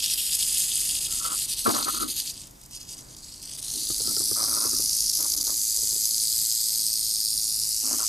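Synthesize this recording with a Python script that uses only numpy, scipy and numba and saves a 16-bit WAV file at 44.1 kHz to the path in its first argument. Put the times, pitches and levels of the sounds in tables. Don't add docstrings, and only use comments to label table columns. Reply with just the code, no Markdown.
import sys
import numpy as np
from scipy import signal
from scipy.fft import rfft, irfft
from scipy.io import wavfile
from scipy.ndimage import uniform_filter1d, map_coordinates
from numba import njit

SR = 44100
rng = np.random.default_rng(int(sys.argv[2]) if len(sys.argv) > 2 else 0)


def store_pcm(level_fs):
    pcm = np.round(np.clip(level_fs, -1, 1) * 32767).astype(np.int16)
    wavfile.write(sys.argv[1], SR, np.atleast_2d(pcm).T)


def volts_from_db(level):
    exponent = np.asarray(level, float) / 20
    return 10 ** exponent


N = 356328
T = np.arange(N) / SR

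# frequency_hz, density_db
AIR_SPECTRUM = [(12, -43), (20, -6), (48, 2), (80, -7.5), (128, -4), (208, -11.5), (270, -9), (450, -20),
                (1000, -22.5), (1600, -29), (2200, -29.5), (3000, -44), (5700, -120)]
# frequency_hz, side_over_mid_db
AIR_SPREAD = [(30, -31), (60, -34), (120, -14.5), (250, -9.5), (500, 2), (1300, 4.5), (2400, 3.5)]
# time_s, gain_db
RUMBLE_SWELL = [(0, 0), (1, 2.5), (2.6, -1.5), (4, 1), (6, -1), (8.08, -2)]
# start_s, length_s, scrape_db, scrape_hz, thrum_db
FINGER_SLIDES = [(1.074, 0.095, -53.5, 1350, -78), (1.192, 0.072, -45, 1280, -85),
                 (1.236, 0.11, -43, 1253, -53.5), (1.648, 0.054, -29, 1204, -31.5),
                 (1.731, 0.091, -37.5, 1150, -53), (1.851, 0.045, -35.5, 1234, -48),
                 (1.927, 0.12, -40, 1250, -47.5), (1.992, 0.042, -41.5, 1310, -41.5),
                 (3.737, 0.087, -104.5, 1250, -51), (4.039, 0.081, -51.5, 1280, -46),
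                 (4.19, 0.046, -64, 1150, -45), (4.353, 0.095, -40.5, 1203, -49.5),
                 (4.467, 0.1, -43.5, 1190, -47.5), (4.564, 0.11, -41, 1213, -49.5),
                 (4.709, 0.1, -58, 1210, -48), (5.179, 0.077, -50.5, 1156, -52.5),
                 (5.32, 0.1, -61.5, 1150, -51.5), (5.459, 0.058, -53.5, 1145, -53),
                 (7.826, 0.073, -52.5, 1170, -47.5), (7.902, 0.051, -45, 1156, -45.5),
                 (7.978, 0.059, -44, 1200, -60)]
# time_s, relative_level_db, brightness_db (gain of the upper three modes)
BODY_KNOCKS = [(1.661, -45, 8), (1.678, -19, -18), (1.764, -36.5, 8), (1.882, -40.5, 12.5),
               (2.027, -34, -38), (3.755, -39.5, -30), (3.902, -28.5, -16.5), (4.004, -32, -23),
               (4.078, -31, -17), (4.169, -30.5, -11.5), (4.207, -29, -16.5), (4.315, -27, -15.5),
               (4.653, -28.5, -17), (4.733, -32, -11.5), (4.797, -30, -30), (5.782, -43, -17),
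               (5.831, -36.5, -24), (5.928, -39, -44), (5.961, -36.5, -49), (7.942, -37, -2)]
# frequency_hz, relative_level_db, t60_s
BODY_MODES = [(101, 6, 0.075), (260, -13, 0.95), (382, 10.5, 0.023), (807, 4.5, 0.033), (1150, 13, 0.036),
              (1590, 1, 0.033)]
PANEL_CENTRES = [1060, 1150, 1255, 1320]
# time_s, relative_level_db
LONE_TICKS = [(2.4703, -33), (2.5094, -38), (2.614, -36), (2.6354, -39), (2.6604, -34), (2.7097, -37),
              (3.1652, -36), (3.4265, -29)]
# time_s, level_db
BUZZ_LEVEL = [(0, -24.5), (.4, -24.5), (1.05, -27), (1.7, -27.5), (2.2, -26.5), (2.31, -30.5),
              (2.325, -39.5), (2.42, -39), (2.53, -61), (2.66, -51), (2.75, -37), (2.93, -37), (3.06, -44),
              (3.45, -37.5), (3.8, -28), (4.3, -26), (6.5, -25), (8.08, -27.5)]
# time_s, strokes_per_s, bunching_share (0-1), alternation_db (up and down on alternate strokes)
TAIL_STROKES = [(0, 104, .25, 1.5), (3, 101, .3, 1), (3.6, 106, .3, 2), (4.3, 109.8, .7, 1),
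                (4.8, 109.8, .7, 1.8), (5.25, 107.6, .5, 3), (5.7, 108.8, .7, .7), (6.5, 111.6, .8, .5),
                (7.4, 108.6, .9, .4), (8.08, 108.8, .85, .5)]
# time_s, depth_db, width_ms
BUZZ_DIPS = [(0.012, 8.5, 27), (0.084, 5.5, 37), (.23, 3.5, 58), (0.299, 3.5, 36), (0.161, 7.5, 29),
             (0.375, 7, 29), (.46, 3.5, 40), (.671, 3, 29), (1.0, 6, 13), (1.088, 7.5, 31),
             (1.215, 5.5, 21), (1.298, 6.5, 32), (1.471, 9.5, 28), (1.557, 9.5, 27), (1.631, 5, 19),
             (1.869, 5.5, 19), (1.992, 7.5, 16), (2.062, 9.5, 43), (2.145, 7.5, 41), (2.237, 5.5, 54),
             (2.688, 13, 52), (2.793, 10, 21), (2.855, 10.5, 58), (2.963, 9, 25), (3.056, 6.5, 81),
             (3.16, 15, 12), (3.219, 6, 24), (3.398, 5.5, 53), (3.571, 17, 6.7), (3.61, 14, 10),
             (5.122, 8, 8.4), (5.359, 20, 7.1), (5.397, 8.5, 7.7), (5.434, 17, 7.5)]
# frequency_hz, width_hz, relative_level_db
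HORN_SHELLS = [(3400, 1840, -14.5), (5010, 1570, 5), (6390, 2340, 5), (8010, 2340, 5), (9560, 2770, 5.5),
               (11600, 5600, 4)]
# start_s, start_hz, end_s, end_hz
GLIDING_NOTCHES = [(0, 6600, .55, 5650), (.4, 5600, 1.4, 5850), (1.3, 5800, 1.75, 7600),
                   (1.75, 5300, 2.3, 5800), (1.7, 7400, 2.35, 8000), (2.5, 2900, 3.05, 4500),
                   (2.7, 7000, 2.9, 9200), (3.05, 5300, 4.15, 9400), (3.1, 7900, 3.55, 11000),
                   (3.1, 2550, 4.15, 6400), (4.1, 6300, 4.7, 7500), (4.4, 7700, 6.6, 9200),
                   (6.45, 9150, 7.4, 10800), (5.15, 5350, 7.1, 5750), (6.95, 5700, 7.9, 6600),
                   (6.6, 7300, 7.7, 8100), (3.9, 2400, 5.0, 3300), (5.0, 2600, 7.3, 2900),
                   (7.1, 2750, 8.08, 3700)]
# time_s, lowest_shell_gain_db, echo_lag_ms
CAMERA_VIEW = [(0, 19.5, 0.043), (.45, 14.5, 0.11), (1.3, 14, 0.11), (1.8, 10.5, 0.064), (2.3, 11.5, 0.054),
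               (2.55, 17.5, 0.15), (3.1, 9.5, 0.17), (3.5, 13, 0.21), (3.85, -1, 0.21), (4.4, -13, 0.19),
               (5.2, -8, 0.19), (5.9, -8, 0.13), (6.4, -5, .25), (7.4, -20, .21), (8.08, 7, 0.15)]
# time_s, gain_db
SIDE_OFFSET = [(1.08, -19), (1.35, -21), (2.4, -23), (2.7, -2), (3.1, -16), (3.3, -19), (3.6, -30)]
# time_s, pitch_ratio
SECOND_SHELL_PITCH = [(0, 1), (1.3, .98), (1.5, .89), (2.2, .9), (2.5, 1), (3.1, .95), (3.7, .9),
                      (4.1, .97), (4.6, 1), (8.08, 1)]


def level(x, db):
    return x * volts_from_db(db) / np.sqrt(np.mean(x ** 2))


def curves(rows):
    s, *columns = np.transpose(rows)
    return [np.interp(T, s, c) for c in columns]


@njit
def svf(x, hz, width):
    y, b, l = np.empty(len(x)), 0., 0.
    for i in range(len(x)):
        g, k = np.tan(np.pi * hz[i] / SR), width / hz[i]
        v = (b + g * (x[i] - l)) / (1 + g * (g + k))
        b, l, y[i] = 2 * v - b, l + 2 * g * v, k * v
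    return y


def band(x, hz, width_hz):
    hz = np.full(N, 1. * hz)
    once = svf(x, hz, 1. * width_hz)
    return svf(once, hz, 1. * width_hz)


def clicks(per_s, spread_db):
    chance, sign, size = rng.random((3, N))
    present = chance < per_s / SR
    return present * np.sign(sign - .5) * volts_from_db(-spread_db * np.log(size + 0.008))


def walk(per_s):
    hold = int(SR / per_s)
    return uniform_filter1d(np.repeat(rng.standard_normal(N // 100), hold)[:N], size=hold // 2)


def air():
    log_hz = np.log(np.fft.rfftfreq(N, 1 / SR) + 1)

    def spectral_gain(table):
        hz, db = np.transpose(table)
        return volts_from_db(np.interp(log_hz, np.log(hz), db))

    mid, side = rfft(rng.standard_normal((2, N))) * spectral_gain(AIR_SPECTRUM)
    mid_wave = irfft(mid, N)
    side_wave = irfft(side * spectral_gain(AIR_SPREAD), N)
    scale = volts_from_db(-51.5) / np.std(mid_wave)
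    held = np.repeat(rng.standard_normal(N // 4000 + 1), 4000)[:N]
    gust_db = 1.5 * uniform_filter1d(held, size=8000)
    gust = volts_from_db(curves(RUMBLE_SWELL)[0] + gust_db)
    return scale * gust * (mid_wave + np.array([[1], [-1]]) * side_wave)


def hiss():
    return level(band(rng.standard_normal(N), 7600, 18000), -56)


def slide(start, length, t60):
    rise = np.clip((T - start) / 0.014, 0, 1)
    return rise * volts_from_db(-60 * np.clip(T - start - length, 0, None) / t60)


def rubs():
    panel_width_hz, panel_reach_hz, rasp_db_per_hz = 95, 65, 0.1652
    grip, scrape_hz = volts_from_db(2.4 * walk(90)), curves(FINGER_SLIDES)[2]
    slips = [grip * clicks(per_s=1200, spread_db=2.8) for _ in range(3)]
    rasp = volts_from_db(rasp_db_per_hz * (1197 - scrape_hz)) * level(band(slips[1], 660, 1000), -4)
    panel = 0
    for hz in PANEL_CENTRES:
        nearness = volts_from_db(-((hz - scrape_hz) / panel_reach_hz) ** 2)
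        panel = panel + nearness * band(slips[0], hz, panel_width_hz)
    scrape = level(panel, 0) + rasp
    scrape += level(band(slips[2], 1660, 220), -28) + level(band(slips[1], 1970, 280), -21)
    push = clicks(per_s=330, spread_db=1.5)
    thrum = level(band(push, 260.5, 52) + band(push, 304, 87), 0)
    out = np.zeros(N)
    for s, length, scrape_db, _, thrum_db in FINGER_SLIDES:
        out += volts_from_db(scrape_db) * scrape * slide(s, length, t60=0.1)
        out += volts_from_db(thrum_db) * thrum * slide(s, length, t60=0.3)
    return out


def knocks():
    out, t = np.zeros(N), T[:4000]
    chance = rng.standard_normal((len(BODY_KNOCKS), len(BODY_MODES)))
    for (s, db, bright_db), detune in zip(BODY_KNOCKS, chance):
        ring = 0
        for (hz, mode_db, t60), d in zip(BODY_MODES, detune):
            decay = np.exp(-np.log(1000) * t / t60)
            tone = np.sin(2 * np.pi * hz * (1 + 0.076 * d) * t)
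            ring = ring + volts_from_db(mode_db + bright_db * (hz > 600)) * decay * tone
        ring = ring + .5 * np.interp(t - .009, t, ring, left=0)
        i = int(s * SR)
        out[i:i + len(t)] += volts_from_db(db - 8.5) * ring[:N - i]
    return out


def handling():
    hand = signal.sosfilt(signal.butter(4, 2500, fs=SR, output="sos"), rubs() + knocks())
    hand = signal.sosfilt(signal.butter(2, 170, "high", fs=SR, output="sos"), hand)
    phase_rad = 0.99
    turn = np.array([[volts_from_db(0.7) * np.exp(-1j * phase_rad)], [volts_from_db(-1.3) * np.exp(1j * phase_rad)]])
    return volts_from_db(4.5) * np.real(signal.hilbert(hand) * turn)


def ticks():
    out, t = np.zeros(N), T[:600]
    for (s, db), noise in zip(LONE_TICKS, rng.standard_normal((len(LONE_TICKS), len(t)))):
        i = int(s * SR)
        out[i:i + len(t)] += volts_from_db(db) * noise * volts_from_db(-60 * t / 0.024)
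    return band(out, 9000, 14000)


def tail_strokes():
    rate, bunch, alternation_db = curves(TAIL_STROKES)
    stroke = np.cumsum(rate) / SR
    number = stroke.astype(int)
    chance = rng.standard_normal((N // 100, 3))
    ragged_db = 1.6 * (1 - bunch) ** 2 * chance[number, 0]
    force = volts_from_db(alternation_db * (-1.) ** number + ragged_db)
    swing = 1 + 0.6 * bunch * np.cos(2 * np.pi * (stroke - .5))
    struck = stroke - number > .52 + .05 * chance[number, 1]
    onset = np.diff(struck, prepend=False) & struck
    clack = bunch * volts_from_db(0.5 * chance[number, 2]) * onset
    return bunch, force * swing, clack


def shells(low_db, shade_db):
    bunch, drive, clack = tail_strokes()
    crowd = 3200 + 2600 * bunch
    shared = .3 * clicks(per_s=crowd, spread_db=2.0) + volts_from_db(15) * clack
    out = 0
    pitches = [1, curves(SECOND_SHELL_PITCH)[0], 1, 1, 1, 1]
    angles_db = [low_db, 0, 0, 0, shade_db / 2, shade_db]
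    for (hz, width, shell_db), pitch, angle_db in zip(HORN_SHELLS, pitches, angles_db):
        hits = drive * (shared + clicks(per_s=crowd, spread_db=5.5))
        hits = hits + volts_from_db(-6.5 + hz / 2600 + 0.69 * shade_db) * rng.standard_normal(N)
        flicker_db = 1.3 * (1 - bunch) * walk(per_s=35)
        out = out + volts_from_db(angle_db + flicker_db) * level(band(hits, hz * pitch, width), shell_db)
    thud = volts_from_db(0.37 * low_db) * level(band(hits, 2170, 1280), -22.0)
    return out, thud


def glide_notches(x):
    for start, hz0, end, hz1 in GLIDING_NOTCHES:
        span = slice(int(max(start, 0) * SR), int(end * SR))
        along = np.linspace(0, 1, len(x[span]))
        depth = np.clip(0.73 * (1 + 0.19 * walk(12)[span]), 0, 1)
        fade = np.sqrt(np.abs(np.sin(np.pi * along)))
        x[span] -= depth * fade * svf(x[span], hz0 + (hz1 - hz0) * along, 220.0 + .11 * hz1)
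    return x


def rattle():
    low_db, lag_ms = curves(CAMERA_VIEW)
    db = curves(BUZZ_LEVEL)[0]
    shade_db = 0.54 * (db - db.max())
    out, thud = shells(low_db, shade_db)
    echo = map_coordinates(out, [np.arange(N) - lag_ms * SR / 1000], mode="nearest")
    out = glide_notches(out + 0.15 * echo)
    out = thud + signal.sosfilt(signal.ellip(4, 1, 30, 2550, "high", fs=SR, output="sos"), out)
    for s, depth_db, width_ms in BUZZ_DIPS:
        half_s = width_ms / 1000 / 2
        db = db - depth_db * np.exp(-np.abs((T - s) / half_s) ** 3.6)
    return level(out, 0) * volts_from_db(db)


def scene():
    hand = handling()
    buzz = rattle() + ticks()
    aside = volts_from_db(curves(SIDE_OFFSET)[0]) * (2 * band(buzz, 3360, 2440) + band(buzz, 12400, 5400))
    return buzz + np.array([[1], [-1]]) * aside + hand + air() + hiss()


def top_cut(x):
    return signal.sosfilt(signal.butter(12, 16330, fs=SR, output="sos"), x)


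def record(dry):
    mix = signal.sosfilt(signal.ellip(8, .2, 40, 15000, fs=SR, output="sos"), dry)
    return top_cut(mix)


dry = scene()
out = record(dry)
store_pcm(out)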